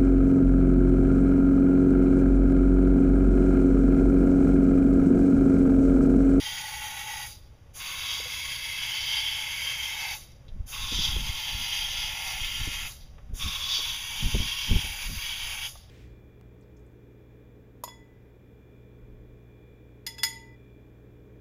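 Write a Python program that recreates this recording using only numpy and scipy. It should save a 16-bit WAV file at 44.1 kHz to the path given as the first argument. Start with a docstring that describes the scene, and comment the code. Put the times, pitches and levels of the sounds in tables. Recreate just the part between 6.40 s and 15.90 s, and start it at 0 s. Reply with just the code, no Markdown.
"""An aerosol can sprays oil through a straw into four intake throats of a boat engine, a burst each.
The first burst is under way at the start. In each, gas hisses first, then the oil stream makes the throat
ring with its own hollow colour and turns shrill where it grazes an edge; a thin mist lingers.
Light knocks sound over a low rumble from the second burst to the end. From just before the third burst
a draught, gusts and puffs of air buffet the microphone; the oil falters once late in the fourth."""
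import sys
import numpy as np
from scipy import signal
from scipy.fft import rfft, irfft
from scipy.io import wavfile

SR = 44100
rng = np.random.default_rng(int(sys.argv[2]) if len(sys.argv) > 2 else 0)


def store_pcm(level_fs):
    """Save levels as 16-bit WAV."""
    pcm = np.round(np.clip(level_fs, -1, 1) * 32767).astype(np.int16)
    wavfile.write(sys.argv[1], SR, np.atleast_2d(pcm).T)


N = 418950
TIME = np.arange(N) / SR
FREQS = np.maximum(np.arange(N // 2 + 1) * SR / N, 1)

# background spectrum: (frequency [Hz], relative level per Hz [dB])
BACKGROUND_SPECTRUM = [(12, -1.5), (22, 1), (45, 0), (63, 5.5), (80, 1), (125, -1.5), (180, -12),
                       (300, -20), (600, -19.5), (1000, -28), (2000, -29.5), (3500, -34.5), (7000, -35),
                       (15000, -43)]
BACKGROUND_RMS_DB = -50  # before the tray

# light knocks: (start [s], peak [dB], centre [Hz], width of each filter pass [Hz], t60 of the rattle [s])
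KNOCKS = [(1.797, -39, 513, 260, 0.091), (1.854, -41.5, 535, 140, 0.081), (4.082, -44, 3700, 1300, 0.09),
          (6.782, -44, 740, 1390, .07), (7.385, -38, 444, 800, 0.11), (9.355, -42, 750, 800, 0.05)]

# draught over the microphone, low rumble and small eddies: (frequency [Hz], relative level per Hz [dB])
RUMBLE_SPECTRUM = [(10, 1), (28, 6), (60, -5.5), (110, -12), (200, -33), (400, -71), (1000, -64), (4000, -100)]
EDDY_SPECTRUM = [(40, -1), (150, 1.5), (230, -2), (330, -17), (600, -37), (2000, -63)]
DRAUGHT_FROM_S, DRAUGHT_UNTIL_S, DRAUGHT_DB, DRAUGHT_SWING_DB = 4.05, 9.1, -47, 2.5
# gusts that swell out of the draught: (centre [s], Gaussian spread [s], rumble level [dB])
GUSTS = [(4.18, .065, -36), (4.43, .04, -35), (4.59, .04, -31), (4.77, .12, -31), (5.17, .05, -35),
         (6.03, .04, -40), (6.23, .06, -34.5), (6.91, .04, -35), (7.05, .035, -31), (7.85, .03, -25),
         (7.99, .06, -28), (8.342, .036, -22.5), (8.48, .05, -38), (8.71, .045, -32)]
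# puffs on the microphone, before trims: (start [s], swing level [dB], eddies against swing [dB])
PUFFS = [(4.196, -23, -30), (4.515, -31.5, 0), (4.579, -29, -7.5), (4.683, -22.5, -30), (4.756, -20.5, -13),
         (4.889, -21, -30), (5.141, -26, -25), (6.009, -27.5, -32), (6.207, -21, -35),
         (6.266, -24.5, -10.5), (6.926, -25, -17), (7.053, -23, -22), (7.852, -16, -23),
         (7.939, -13.5, -8.5), (7.993, -15.5, -13), (8.305, -13, -12.5), (8.351, -10, -17.5),
         (8.437, -27, -12), (8.685, -38, -1), (8.766, -26, -28)]

# valve presses, one per throat: (press [s], release [s], hiss level [dB], wetted throat ring level [dB],
# width of the hollow note [Hz])
BURSTS = [(-1.2, 0.856, -38, -41, 85), (1.333, 3.738, -38.6, -36.6, 175), (4.259, 6.47, -38.5, -38.6, 215),
          (6.933, 9.26, -38.1, -39, 190)]
# gas comes first and dies away slowly; oil comes late and stops quickly
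GAS_ATTACK_S, GAS_HANG_S, GAS_FALL_DB_PER_S = 0.04, 0.02, 160
OIL_DELAY_S, OIL_ATTACK_S, OIL_FALL_DB_PER_S = 0.054, 0.022, 460
# spitting mist runs ahead of the oil and lingers after it
MIST_ATTACK_S, MIST_HANG_S, MIST_FALL_DB_PER_S = 0.09, 0.05, 100
MIST_SPIT_DB, MIST_SPLASH_DB, MIST_RING_SHARE = 1.8, -52.5, 0.08
# one dip of the oil stream; the spread is Gaussian
FALTER_S, FALTER_SPREAD_S, FALTER_DB = 8.72, 0.03, -8
# wetting a throat lowers its edge pitch and builds up its ring
SETTLE_S, EDGE_STARTS_HIGHER, DRY_RING_DB = 0.68, 0.115, -7.5
EDGE_HZ = 3170  # once wetted
# trims, each against its level curve
EDGE_DB, WHISTLE_DB, SPLASH_DB, HOLLOW_DB = -3.6, -9, 2.8, -1.7

# throat resonances: (frequency [Hz], width [Hz], relative level [dB])
THROAT_1 = [(1475, 62, -9.5), (1943, 91, -3), (2238, 23, 1.5), (2460, 320, -12), (2780, 75, -5.5)]
THROAT_2 = [(1640, 170, -18), (2095, 62, -6.5), (2216, 70, -4), (2625, 58, -7)]
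THROAT_3 = [(1380, 36, -15), (1760, 23, -11), (2124, 170, -9), (2567, 164, -8.5), (2854, 26, -5)]
THROAT_4 = [(1591, 290, -16.5), (1880, 41, -11.5), (2280, 79, -2.5), (2590, 210, -9.5), (2770, 20, 0)]
# broad resonances of a dry throat: (frequency [Hz], width [Hz], relative level [dB])
DRY_THROAT = [(1400, 450, -9), (2660, 330, 0)]
DRY_THROAT_DB = -42
# hollow note, shifting with the aim of the straw: (time [s], level before trim [dB], pitch [Hz])
HOLLOW_1 = [(0.0, -52, 879), (0.198, -47, 860), (0.84, -44, 856)]
HOLLOW_2 = [(1.42, -51, 1030), (1.43, -49, 1050), (2.15, -53, 989), (3.0, -49, 887), (3.28, -54, 949),
            (3.72, -46, 863)]
HOLLOW_3 = [(4.36, -48, 1030), (4.71, -49, 948), (5.67, -49, 895), (5.96, -47, 838), (6.03, -55, 961),
            (6.46, -53, 898)]
HOLLOW_4 = [(7.02, -47, 1110), (7.76, -51, 931), (8.13, -49, 1040), (8.56, -51, 853), (8.69, -53, 1030),
            (9.24, -52, 861)]
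# jet grazing edges as the straw moves, before trims: (time [s], shrill level [dB], splash level [dB])
GRAZE_1 = [(0.0, -42, -44), (0.02, -36, -41), (0.306, -48, -47), (0.38, -45, -50), (0.84, -47, -47)]
GRAZE_2 = [(1.41, -42, -46), (1.54, -41, -46), (1.71, -35, -41), (1.95, -39, -43), (2.5, -35, -43),
           (2.61, -36, -38), (2.94, -32, -41), (2.97, -37, -43), (3.6, -37, -44), (3.72, -43, -43)]
GRAZE_3 = [(4.35, -41, -47), (4.61, -29, -33), (4.76, -36, -44), (4.85, -40, -42), (5.07, -34, -41),
           (5.63, -35, -40), (5.72, -38, -46), (5.91, -43, -43), (6.02, -34, -43), (6.46, -41, -45)]
GRAZE_4 = [(7.01, -38, -43), (7.19, -36, -43), (7.37, -29, -32), (7.44, -32, -42), (7.68, -39, -45),
           (8.26, -32, -38), (8.33, -32, -42), (8.69, -45, -45), (8.97, -35, -42), (9.17, -42, -48),
           (9.26, -35, -43)]
# bare jet, and jet splashing on an edge: (frequency [Hz], relative level per Hz [dB])
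NOZZLE_SPECTRUM = [(200, -33), (600, -14), (1300, -8), (2000, -9.5), (3000, -7), (5400, -5), (6500, 5),
                   (7400, 0), (9000, 1), (10500, 2), (11800, 1), (13500, -1.5), (15300, -5.5)]
SPLASH_SPECTRUM = [(1200, -33), (2800, -10.5), (3800, -0.5), (4500, 5), (4900, 1.5), (5200, -1), (6000, -3),
                   (6800, -8.5), (9000, -24), (15000, -32)]

# standing waves in the engine tray: (frequency [Hz], width [Hz], gain [dB])
TRAY_MODES = [(406, 10, -1.5), (560, 22, 4.5), (712, 27, -7.5), (758, 15, 8), (853, 18, 5.5),
              (1027, 35, -8.5), (1100, 59, 5.5), (1304, 20, -1), (1596, 33, -5), (1810, 44, -5),
              (2280, 68, -2), (3166, 61, 6), (3402, 36, 5.5), (3760, 70, 6), (4820, 91, 4),
              (5170, 140, -3.5), (6000, 110, 2)]
# microphone notches: (frequency [Hz], width [Hz])
NOTCHES = [(4210, 670), (7860, 2500), (8800, 1400), (12600, 2640)]
CUTOFF_HZ = 15330


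def from_db(db):
    """Decibels to gain."""
    return 10 ** (np.asarray(db) / 20)


def rms_one(x):
    """Scale to an rms of 1."""
    return x / np.sqrt(np.mean(x ** 2) + 1e-20)


def in_time(rows):
    """Each column of a curve at every sample."""
    time_s, *columns = np.transpose(rows)
    return [np.interp(TIME, time_s, column) for column in columns]


def bump(centre_s, spread_s):
    """Gaussian swell in time, peak 1."""
    return np.exp(-0.5 * ((TIME - centre_s) / spread_s) ** 2)


def envelope(start_s, attack_s, stop_s, fall_db_per_s):
    """Straight rise, hold, steady fall in dB."""
    rise = np.clip((TIME - start_s) / attack_s, 0, 1)
    return rise * from_db(-fall_db_per_s * np.clip(TIME - stop_s, 0, 1))


def drift(rate_hz):
    """Slow random curve, rms 1: two-pole low-passed noise, computed every 40 samples."""
    step, settle = 40, 2000
    pole = np.exp(-2 * np.pi * rate_hz * step / SR)
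    white = rng.standard_normal(N // step + settle + 2)
    slow = signal.lfilter([1], [1, -2 * pole, pole * pole], white)[settle:]
    return np.interp(np.arange(N) / step, np.arange(len(slow)), rms_one(slow))


def slope(points):
    """Gain at every frequency, interpolated in dB over log frequency."""
    hz, db = np.transpose(points)
    return from_db(np.interp(np.log(FREQS), np.log(hz), db))


def resonances(modes):
    """Gain at every frequency of resonances that add in power."""
    power = 0
    for hz, width_hz, db in modes:
        detune = (FREQS ** 2 - hz ** 2) / (FREQS * width_hz)
        power = power + from_db(db) ** 2 / (1 + detune ** 2)
    return np.sqrt(power)


def noise(gain):
    """Gaussian noise coloured by a gain curve, rms 1."""
    return rms_one(irfft(rfft(rng.standard_normal(N)) * gain, N))


def gliding_resonance(hz, width_hz, order):
    """Turbulence in a moving resonance: low-passed noise pair on a gliding carrier, rms 1."""
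    lowpass = signal.butter(order, width_hz / 2, fs=SR, output="sos")
    wobble = signal.sosfilt(lowpass, rng.standard_normal((2, N)))
    phase = 2 * np.pi * np.cumsum(hz) / SR
    return rms_one(wobble[0] * np.cos(phase) + wobble[1] * np.sin(phase))


def add(out, start_s, sound):
    """Mix in a short sound, cut at the end."""
    start = int(start_s * SR)
    out[start:start + len(sound)] += sound[:N - start]


def background():
    """Steady low rumble: noise of a fixed spectrum."""
    return from_db(BACKGROUND_RMS_DB) * noise(slope(BACKGROUND_SPECTRUM))


def knocks():
    """Light contacts: a decaying noise rattle through one resonance, passed twice."""
    out, t = np.zeros(N), TIME[:SR // 4]
    for start_s, peak_db, hz, width_hz, t60_s in KNOCKS:
        rattle = rng.standard_normal(len(t)) * from_db(-60 * t / t60_s)
        body = signal.iirpeak(hz, hz / width_hz, fs=SR)
        knock = signal.lfilter(*body, signal.lfilter(*body, rattle))
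        add(out, start_s, from_db(peak_db) * knock / np.abs(knock).max())
    return out


def draught():
    """Lumpy rumble of air drifting over the microphone; stronger flow has a larger share of small eddies."""
    blowing = envelope(DRAUGHT_FROM_S, attack_s=0.08, stop_s=DRAUGHT_UNTIL_S, fall_db_per_s=60)
    light = blowing * from_db(DRAUGHT_DB + DRAUGHT_SWING_DB * drift(4))
    gusts = [from_db(db) * bump(centre_s, spread_s) for centre_s, spread_s, db in GUSTS]
    strength = np.max([light, *gusts], axis=0)
    rumble = noise(slope(RUMBLE_SPECTRUM))
    eddies = noise(slope(EDDY_SPECTRUM))
    eddy_share = np.minimum(np.sqrt(strength / from_db(-29.5)), 1)
    flicker_db = 3 * drift(14)
    return strength * (rumble + eddy_share * from_db(flicker_db - 11.5) * eddies)


def puffs(swing_s, eddy_s, centre_s, eddy_hz):
    """Each puff is one swing of pressure with a flurry of small eddies on it."""
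    out = np.zeros(N)
    t = TIME[:SR // 10] - centre_s
    eddies = noise(1 / (1 + (FREQS / eddy_hz) ** 3.4) / (1 + (110 / FREQS) ** 2))
    rise = np.minimum((t + centre_s) / centre_s, 1)
    swing = -t / swing_s * np.exp(-0.5 * (t / swing_s) ** 2)
    for start_s, swing_db, eddy_db in PUFFS:
        flurry = eddies[int(start_s * SR):][:len(t)] * np.exp(-np.abs(t) / eddy_s)
        pressure = from_db(swing_db + 1.5) * swing
        pressure = pressure + from_db(swing_db + eddy_db - 0.5) * flurry
        add(out, start_s, rise * pressure)
    return out


def patchy_treble(x, depth_db, rate_hz, count):
    """Patchy treble: overlapping bands swell and sink independently."""
    spectrum = rfft(x)
    # outer bands also take everything below 2.4 and above 15 kHz
    place = np.interp(np.log(FREQS), np.log([2400, 15000]), [0, count - 1])
    out = np.zeros(N)
    for k in range(count):
        band = irfft(spectrum * np.maximum(1 - np.abs(place - k), 0), N)
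        out += band * from_db(depth_db * drift(rate_hz))
    return out


def airbox(x, echo_db, longest_s, sway_s, count):
    """Short echoes off tray and engine ripple the spectrum; their paths sway with the hand."""
    out = x.copy()
    for k, lag_s in enumerate(rng.uniform(longest_s / 5, longest_s, count)):
        echo = np.interp(TIME - lag_s - sway_s * drift(0.41), TIME, x)
        out += (-1) ** k * from_db(echo_db) * echo
    return out


def spray():
    """Four bursts: the gas jet hisses; the oil stream sets the throat and its edges sounding."""
    hiss, edge, splash, throat, dryness = np.zeros((5, N))
    falter = from_db(FALTER_DB * bump(FALTER_S, FALTER_SPREAD_S))
    throat_band = 1 / np.sqrt((1 + (1200 / FREQS) ** 8) * (1 + (FREQS / 3800) ** 8))
    dry_ring = from_db(DRY_THROAT_DB) * noise(resonances(DRY_THROAT) * throat_band)
    spitting = from_db(MIST_SPIT_DB * drift(14))
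    throats = [THROAT_1, THROAT_2, THROAT_3, THROAT_4]
    hollows = [HOLLOW_1, HOLLOW_2, HOLLOW_3, HOLLOW_4]
    grazes = [GRAZE_1, GRAZE_2, GRAZE_3, GRAZE_4]
    for burst, modes, note, graze in zip(BURSTS, throats, hollows, grazes):
        press_s, release_s, hiss_db, ring_db, width_hz = burst
        gas = envelope(press_s, GAS_ATTACK_S, release_s + GAS_HANG_S, GAS_FALL_DB_PER_S)
        oil = envelope(press_s + OIL_DELAY_S, OIL_ATTACK_S, release_s, OIL_FALL_DB_PER_S)
        mist = spitting * envelope(press_s, MIST_ATTACK_S, release_s + MIST_HANG_S, MIST_FALL_DB_PER_S)
        flow = np.maximum(oil, MIST_RING_SHARE * mist) * falter
        dry_share = (TIME >= press_s) * np.exp(-((TIME - press_s) / SETTLE_S) ** 2)
        edge_db, splash_db = in_time(graze)
        hollow_db, hollow_hz = in_time(note)

        dryness += dry_share
        hiss += gas * from_db(hiss_db)
        edge += flow * from_db(edge_db)
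        splash += np.maximum(oil * from_db(splash_db), mist * from_db(MIST_SPLASH_DB))
        ring = from_db(ring_db + DRY_RING_DB * dry_share) * noise(resonances(modes) * throat_band)
        hollow = from_db(hollow_db + HOLLOW_DB) * gliding_resonance(hollow_hz, width_hz, order=2)
        throat += flow * (ring + dry_share * dry_ring + hollow)

    jet = hiss * noise(slope(NOZZLE_SPECTRUM))
    # a grazed edge gives a wide shrill band, a narrower whistle and a bright splash
    edge_hz = EDGE_HZ * (1 + EDGE_STARTS_HIGHER * dryness)
    whistle_hz = edge_hz + 40 * drift(3)
    shrill = edge * from_db(EDGE_DB) * gliding_resonance(edge_hz, width_hz=674, order=2)
    shrill += edge * from_db(WHISTLE_DB) * gliding_resonance(whistle_hz, width_hz=127, order=2)
    shrill += splash * from_db(SPLASH_DB) * noise(slope(SPLASH_SPECTRUM))

    # oil and gas leave the straw unevenly
    sputter_db = 0.59 * drift(79) + 0.75 * drift(7.3)
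    open_air = jet * from_db(sputter_db) + shrill * from_db(1.36 * sputter_db)
    open_air = patchy_treble(open_air, depth_db=1.77, rate_hz=1.4, count=44)
    open_air = airbox(open_air, echo_db=-15.5, longest_s=0.01, sway_s=0.00006, count=8)
    return throat * from_db(sputter_db) + open_air


def tray(x):
    """Standing waves around the engine lift or cancel fixed narrow bands."""
    gain_db = 0
    for hz, width_hz, db in TRAY_MODES:
        gain_db = gain_db + db / (1 + (2 * (FREQS - hz) / width_hz) ** 2)
    return irfft(rfft(x) * from_db(gain_db), N)


def scene():
    """Background and spray through the tray, plus knocks and air on the microphone."""
    wind = draught() + puffs(swing_s=0.0035, eddy_s=0.013, centre_s=0.0092, eddy_hz=250)
    return (tray(background() + spray()) + wind + knocks())[None]


def record(dry):
    """Microphone: deep treble notches and a steep top cut."""
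    for hz, width_hz in NOTCHES:
        dry = signal.lfilter(*signal.iirnotch(hz, hz / width_hz, fs=SR), dry)
    top_cut = signal.ellip(14, 0.1, 80, CUTOFF_HZ, fs=SR, output="sos")
    return signal.sosfilt(top_cut, dry)


dry = scene()
out = record(dry)
store_pcm(out)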